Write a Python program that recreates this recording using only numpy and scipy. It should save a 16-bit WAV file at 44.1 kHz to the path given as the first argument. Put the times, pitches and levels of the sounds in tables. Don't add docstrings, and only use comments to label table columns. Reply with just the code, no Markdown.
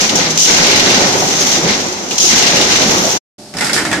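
import sys
import numpy as np
from scipy import signal
from scipy.fft import rfft, irfft
from scipy.io import wavfile
from scipy.ndimage import uniform_filter1d

SR = 44100
rng = np.random.default_rng(int(sys.argv[2]) if len(sys.argv) > 2 else 0)


def file_out(sig):
    cols = np.atleast_2d(sig).T
    lim = np.clip(cols, -1, 1)
    pcm = np.round(lim * 32767).astype(np.int16)
    wavfile.write(sys.argv[1], SR, pcm)


N = 176400
T = np.arange(N) / SR

# (t/s, level/dB)
HEAD_BLOWS = [(.093, -12.5), (0.16, -29), (0.457, -11.5), (0.566, -14), (0.668, -10), (.714, -7.5),
              (0.759, -7), (0.796, -9), (.859, -14.5), (0.902, -9.5), (0.944, -8), (2.11, -17.5),
              (2.379, -7.5), (2.425, -11), (2.467, -8.5), (2.568, -12), (2.613, -7.5), (2.718, -11.5),
              (2.76, -9.5), (2.818, -12)]
# (f/Hz, level/dB)
STAPLE_SPECTRUM = [(300, -12), (1200, -9), (3000, 9.5), (6200, 5.5), (8200, -6.5), (15000, -22.5)]
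# (t/s, level/dB, hold/s, release T60/s)
EXHAUSTS = [(.004, -13, 0.053, 0.18), (0.153, -13.5, 0.017, .4), (0.303, -14, 0.011, .07),
            (0.373, -6, 0.0053, .04), (0.383, -9, 0.085, 1.1), (1.383, -16.5, 0.18, 0.15),
            (2.099, -21.5, 0.09, .3), (2.18, -6.5, 0.0052, 0.053), (2.198, -7.5, 0.061, 1.1)]
# (t/s, level/dB)
LEAK_LEVEL = [(.35, -19.5), (.7, -16.5), (1.54, -15), (1.62, -20), (1.68, -17.5), (2.05, -25.5), (2.5, -15)]
# (f/Hz, level/dB)
AIR_SPECTRUM = [(500, -40), (1800, -24.5), (3000, -6.5), (4600, -7), (5600, 1.5), (6450, 0.5), (7200, -6.5),
                (8100, -16.5), (10000, -21.5), (15000, -27)]
# (t/s, frame level/dB, wire level/dB)
SINGLE_HEAD_CLACKS = [(3.539, -27.5, -32), (3.569, -25, -22.5), (3.585, -19, -21), (3.609, -13, -17.5),
                      (3.622, -17, -32), (3.645, -21, -15.5), (3.667, -18, -20.5), (3.696, -15, -24),
                      (3.732, -23, -10.5), (3.742, -17, -18), (3.764, -12, -24), (3.778, -11.5, -21.5),
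                      (3.851, -13.5, -20.5), (3.914, -13, -25), (3.929, -11.5, -22)]
# (f/Hz, level/dB)
FRAME_SPECTRUM = [(130, -21), (290, -3.5), (1150, -4), (1850, 5), (2350, -0.5), (2900, -6.5), (8000, -11.5),
                  (15000, -64)]
# (f/Hz, level/dB)
WIRE_SPECTRUM = [(1000, -23), (3900, -0.5), (5100, 4.5), (5900, 0), (8000, -3), (11500, -11), (15000, -37)]
# (f/Hz, rms level/dB)
MOTOR_PARTIALS = [(215, -46), (393, -50), (592, -46.5)]
# (t/s, level/dB)
FEED_LEVEL = [(3.53, -38.5), (3.555, -27.5), (3.8, -21.5)]
# (f/Hz, level/dB)
FEED_SPECTRUM = [(20, -28), (130, -3), (310, -1.5), (520, -12.5), (780, -6), (1100, -17), (3000, -22),
                 (15000, -57)]
# (t/s, level/dB)
ROLLER_LEVEL = [(0, -19), (.08, -22), (.12, -16), (.24, -18), (.44, -25), (.51, -15.5), (1.02, -14.5),
                (1.52, -19.5), (1.66, -16.5), (1.78, -20.5), (2.03, -24.5), (2.3, -20), (2.56, -15.5),
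                (2.78, -18), (2.9, -14), (3.17, -18.5)]
# (f/Hz, level/dB)
ROLLER_SPECTRUM = [(20, -21), (45, -34), (85, -11), (170, -1.5), (370, -2), (560, -5), (800, -6),
                   (1150, -10), (2500, -19), (8000, -50)]
# (t/s, level/dB)
CHAIN_LEVEL = [(0, -14), (.13, -20.5), (.2, -14), (.44, -25.5), (.5, -11.5), (.95, -11.5), (1.2, -21.5),
               (1.57, -16), (1.62, -22), (1.7, -11.5), (1.79, -21), (2.08, -29.5), (2.27, -25), (2.31, -13),
               (2.75, -13), (3.17, -24)]
# (f/Hz, level/dB)
CHAIN_SPECTRUM = [(600, -12), (1400, -5), (2150, 0.5), (2900, -3.5), (4500, -1), (6300, -4.5),
                  (8200, -20.5), (12000, -43)]
# (t/s, duration/s, level/dB)
CARTON_SLIDES = [(1.12, 0.21, -26), (1.382, 0.18, -27), (2.85, 0.34, -25)]
# (f/Hz, level/dB)
SCRAPE_SPECTRUM = [(500, -12.5), (3000, 1.5), (7000, -9), (15000, -11)]
# (t/s, f/Hz, level/dB)
CARTON_THUMPS = [(.96, 242, -18), (1.21, 698, -17), (1.574, 331, -19), (1.632, 175, -18), (1.645, 434, -17),
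                 (1.68, 204.8, -17), (2.857, 230, -15.5), (2.98, 202, -19.5), (3.035, 618, -15)]
# (t/s, f/Hz, level/dB)
STEEL_PINGS = [(2.309, 2120, -11.5), (3.569, 5200, -16), (3.607, 2060, -12.5), (3.623, 846, -14.5),
               (3.698, 2126, -16), (3.731, 5100, -11), (3.774, 1800, -12.5), (3.932, 1670, -12)]
# (t/s, duration/s, f/Hz, level/dB)
PANEL_DRONES = [(.14, 0.33, 161, -25), (0.307, 2.7, 362.8, -34)]
# (f/Hz, left minus right level/dB)
NEAR_FIELD = ([(30, 0.6), (220, 0.98), (550, 0.6), (850, 0.86), (1200, 0.17), (2500, 0.04)], [(30, 0),
              (750, 0.5), (1400, 3)], [(100, -1.1), (1000, -3), (3200, -.5), (5400, 4), (6300, 2),
              (7200, -5), (9000, -2)])
FAR_FIELD = ([(800, 0.95), (2300, 0.47), (3000, 0.12)], [(30, 0.032)], [(3400, -1.7), (5000, 1.5),
             (6500, 1), (8000, -6.5)])

VALVE_RISE_S, SPUTTER_SHARE = 0.0033, 0.47
SILENCER_HZ, SILENCER_WOBBLE, SILENCER_DB = 6300, .065, 1.5
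THUMP_SWELL_S, THUMP_WOBBLE = 0.017, 0.1177
RING_CYCLES, RING_WOBBLE = 270, .02
CUT_S, RESUME_S, CUT_DB_PER_S = 3.175, 3.381, 2997.5
BAND_LIMIT_HZ = 15500


def double_head():
    out = np.zeros((2, N))
    for head in range(2):
        times, db = np.transpose(HEAD_BLOWS[head::2])
        envelope = blows(times, db, crack_s=0.0096, tail_db=-1.5, tail_t60=0.15)
        out += envelope * noise(STAPLE_SPECTRUM, NEAR_FIELD, ripple_db=3)
    return out


def air_valves():
    power = level(LEAK_LEVEL) ** 2
    for start, db, hold, t60 in EXHAUSTS:
        opening = np.clip((T - start) / VALVE_RISE_S, 0, 1)
        emptying = amp(db - 60 * np.maximum(T - start - hold, 0) / t60)
        power += (opening * emptying) ** 2
    sputter = knocks(per_s=220, spread_db=3, ring_s=.005, share=SPUTTER_SHARE)
    whistle = np.array([tone(SILENCER_HZ, SILENCER_WOBBLE, size=20) for _ in range(2)])
    hiss = noise(AIR_SPECTRUM, NEAR_FIELD) * np.sqrt(power)
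    return (hiss + amp(SILENCER_DB) * whistle * power) * sputter


def single_head():
    times, frame_db, wire_db = np.transpose(SINGLE_HEAD_CLACKS)
    frame = noise(FRAME_SPECTRUM, FAR_FIELD, ripple_db=2)
    frame *= blows(times, frame_db, crack_s=0.0016, tail_db=-3.5, tail_t60=0.34)
    wire = noise(WIRE_SPECTRUM, FAR_FIELD)
    wire *= blows(times, wire_db, crack_s=0.0024, tail_db=-2.5, tail_t60=0.41)
    hum = sum(amp(db) * np.sqrt(2) * np.sin(2 * np.pi * (hz * T + rng.random()))
              for hz, db in MOTOR_PARTIALS)
    feed = noise(FEED_SPECTRUM, FAR_FIELD) * level(FEED_LEVEL)
    hiss = amp(-38.5) * noise(WIRE_SPECTRUM, FAR_FIELD)
    return frame + wire + hum + feed + hiss


def conveyor():
    rollers = noise(ROLLER_SPECTRUM, NEAR_FIELD) * level(ROLLER_LEVEL)
    rollers *= knocks(per_s=110, spread_db=1, ring_s=0.021, share=0.59)
    chains = noise(CHAIN_SPECTRUM, NEAR_FIELD) * level(CHAIN_LEVEL)
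    chains *= knocks(per_s=330, spread_db=4, ring_s=0.013, share=0.56)
    slide = sum(amp(db) * arch(start, length) for start, length, db in CARTON_SLIDES)
    grain = knocks(per_s=600, spread_db=2, ring_s=.001, share=.5)
    return rollers + chains + slide * grain * noise(SCRAPE_SPECTRUM, NEAR_FIELD)


def carton_thumps():
    out = np.zeros(N)
    for start, hz, db in CARTON_THUMPS:
        age = np.maximum(T - start, 0) / THUMP_SWELL_S
        out += amp(db) * age * np.exp(1 - age) * tone(hz, THUMP_WOBBLE, size=200)
    return out


def steel_pings():
    out = np.zeros((2, N))
    for start, hz, db in STEEL_PINGS:
        ring = (T >= start) * amp(db - 60 * np.maximum(T - start, 0) * hz / RING_CYCLES)
        out += ring * np.array([tone(hz, RING_WOBBLE, size=100) for _ in range(2)])
    return out


def guard_panels():
    return sum(amp(db) * arch(start, length) * tone(hz, wobble=0.0257, size=1500)
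               for start, length, hz, db in PANEL_DRONES)


def blows(times, levels_db, crack_s, tail_db, tail_t60):
    energy = np.zeros(N)
    energy[np.round(np.asarray(times) * SR).astype(int)] = amp(levels_db) ** 2
    t = T[:SR]
    decay = np.exp(-t / crack_s) + amp(tail_db - 60 * t / tail_t60) ** 2
    return np.sqrt(abs(signal.fftconvolve(energy, decay)[:N]))


def knocks(per_s, spread_db, ring_s, share):
    hits = rng.random(N) < per_s / SR
    energy = hits * amp(spread_db * np.minimum(rng.exponential(1, N), 3)) ** 2
    power = signal.lfilter([1], [1, -np.exp(-1 / (ring_s * SR))], energy)
    return np.sqrt(1 - share + share * power / power.mean())


def noise(spectrum, field, ripple_db=1.3):
    hz = np.fft.rfftfreq(N, 1 / SR)
    coherence, lead, balance_db = (at_frequency(curve, hz) for curve in field)
    left, independent = rfft(rng.standard_normal((2, N)))
    right = (coherence * left + np.sqrt(1 - coherence ** 2) * independent) * np.exp(-1j * lead)
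    pair = np.array([left * amp(balance_db / 2), right * amp(-balance_db / 2)])
    ripple = uniform_filter1d(rng.standard_normal(len(hz)), size=240)
    ripple = unit(uniform_filter1d(ripple, size=160))
    colour = amp(at_frequency(spectrum, hz) + ripple_db * ripple)
    return unit(irfft(pair * colour, N))


def tone(hz, wobble, size):
    waver = unit(uniform_filter1d(rng.standard_normal(N), size=size))
    return np.sin(2 * np.pi * np.cumsum(hz * (1 + wobble * waver)) / SR)


def arch(start, length):
    return np.sqrt(abs(np.sin(np.pi * np.clip((T - start) / length, 0, 1))))


def level(points):
    return amp(np.interp(T, *np.transpose(points)))


def at_frequency(points, hz):
    f, value = np.transpose(points)
    return np.interp(np.log(hz + 1), np.log(f + 1), value)


def amp(db):
    return 10 ** (np.asarray(db) / 20)


def unit(x):
    return x / np.sqrt(np.mean(x ** 2) + 1e-20)


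def scene():
    fade_out = amp(-np.maximum(T - CUT_S, 0) * CUT_DB_PER_S)
    fade_in = np.clip((T - RESUME_S) / .006, 0, 1)
    first_machine = conveyor() + carton_thumps() + guard_panels() + air_valves() + double_head()
    return fade_out * first_machine + fade_in * single_head() + steel_pings()


def limit(x, threshold_db, recover_db_per_s, share):
    power_db = 10 * np.log10(abs(uniform_filter1d((x ** 2).mean(0), size=300)) + 1e-12)
    fall = T * recover_db_per_s
    held_db = np.maximum.accumulate(power_db + fall) - fall
    over_db = np.maximum(held_db - threshold_db, 0)
    return x * amp(-share * uniform_filter1d(over_db, size=100))


def record(dry):
    limited = limit(dry, threshold_db=-7.5, recover_db_per_s=71.0, share=0.78)
    lowpass = signal.firwin(511, BAND_LIMIT_HZ, window=("kaiser", 9), fs=SR)
    return signal.oaconvolve(np.clip(limited, -1, 1), lowpass[None], "same")


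dry = scene()
out = record(dry)
file_out(out)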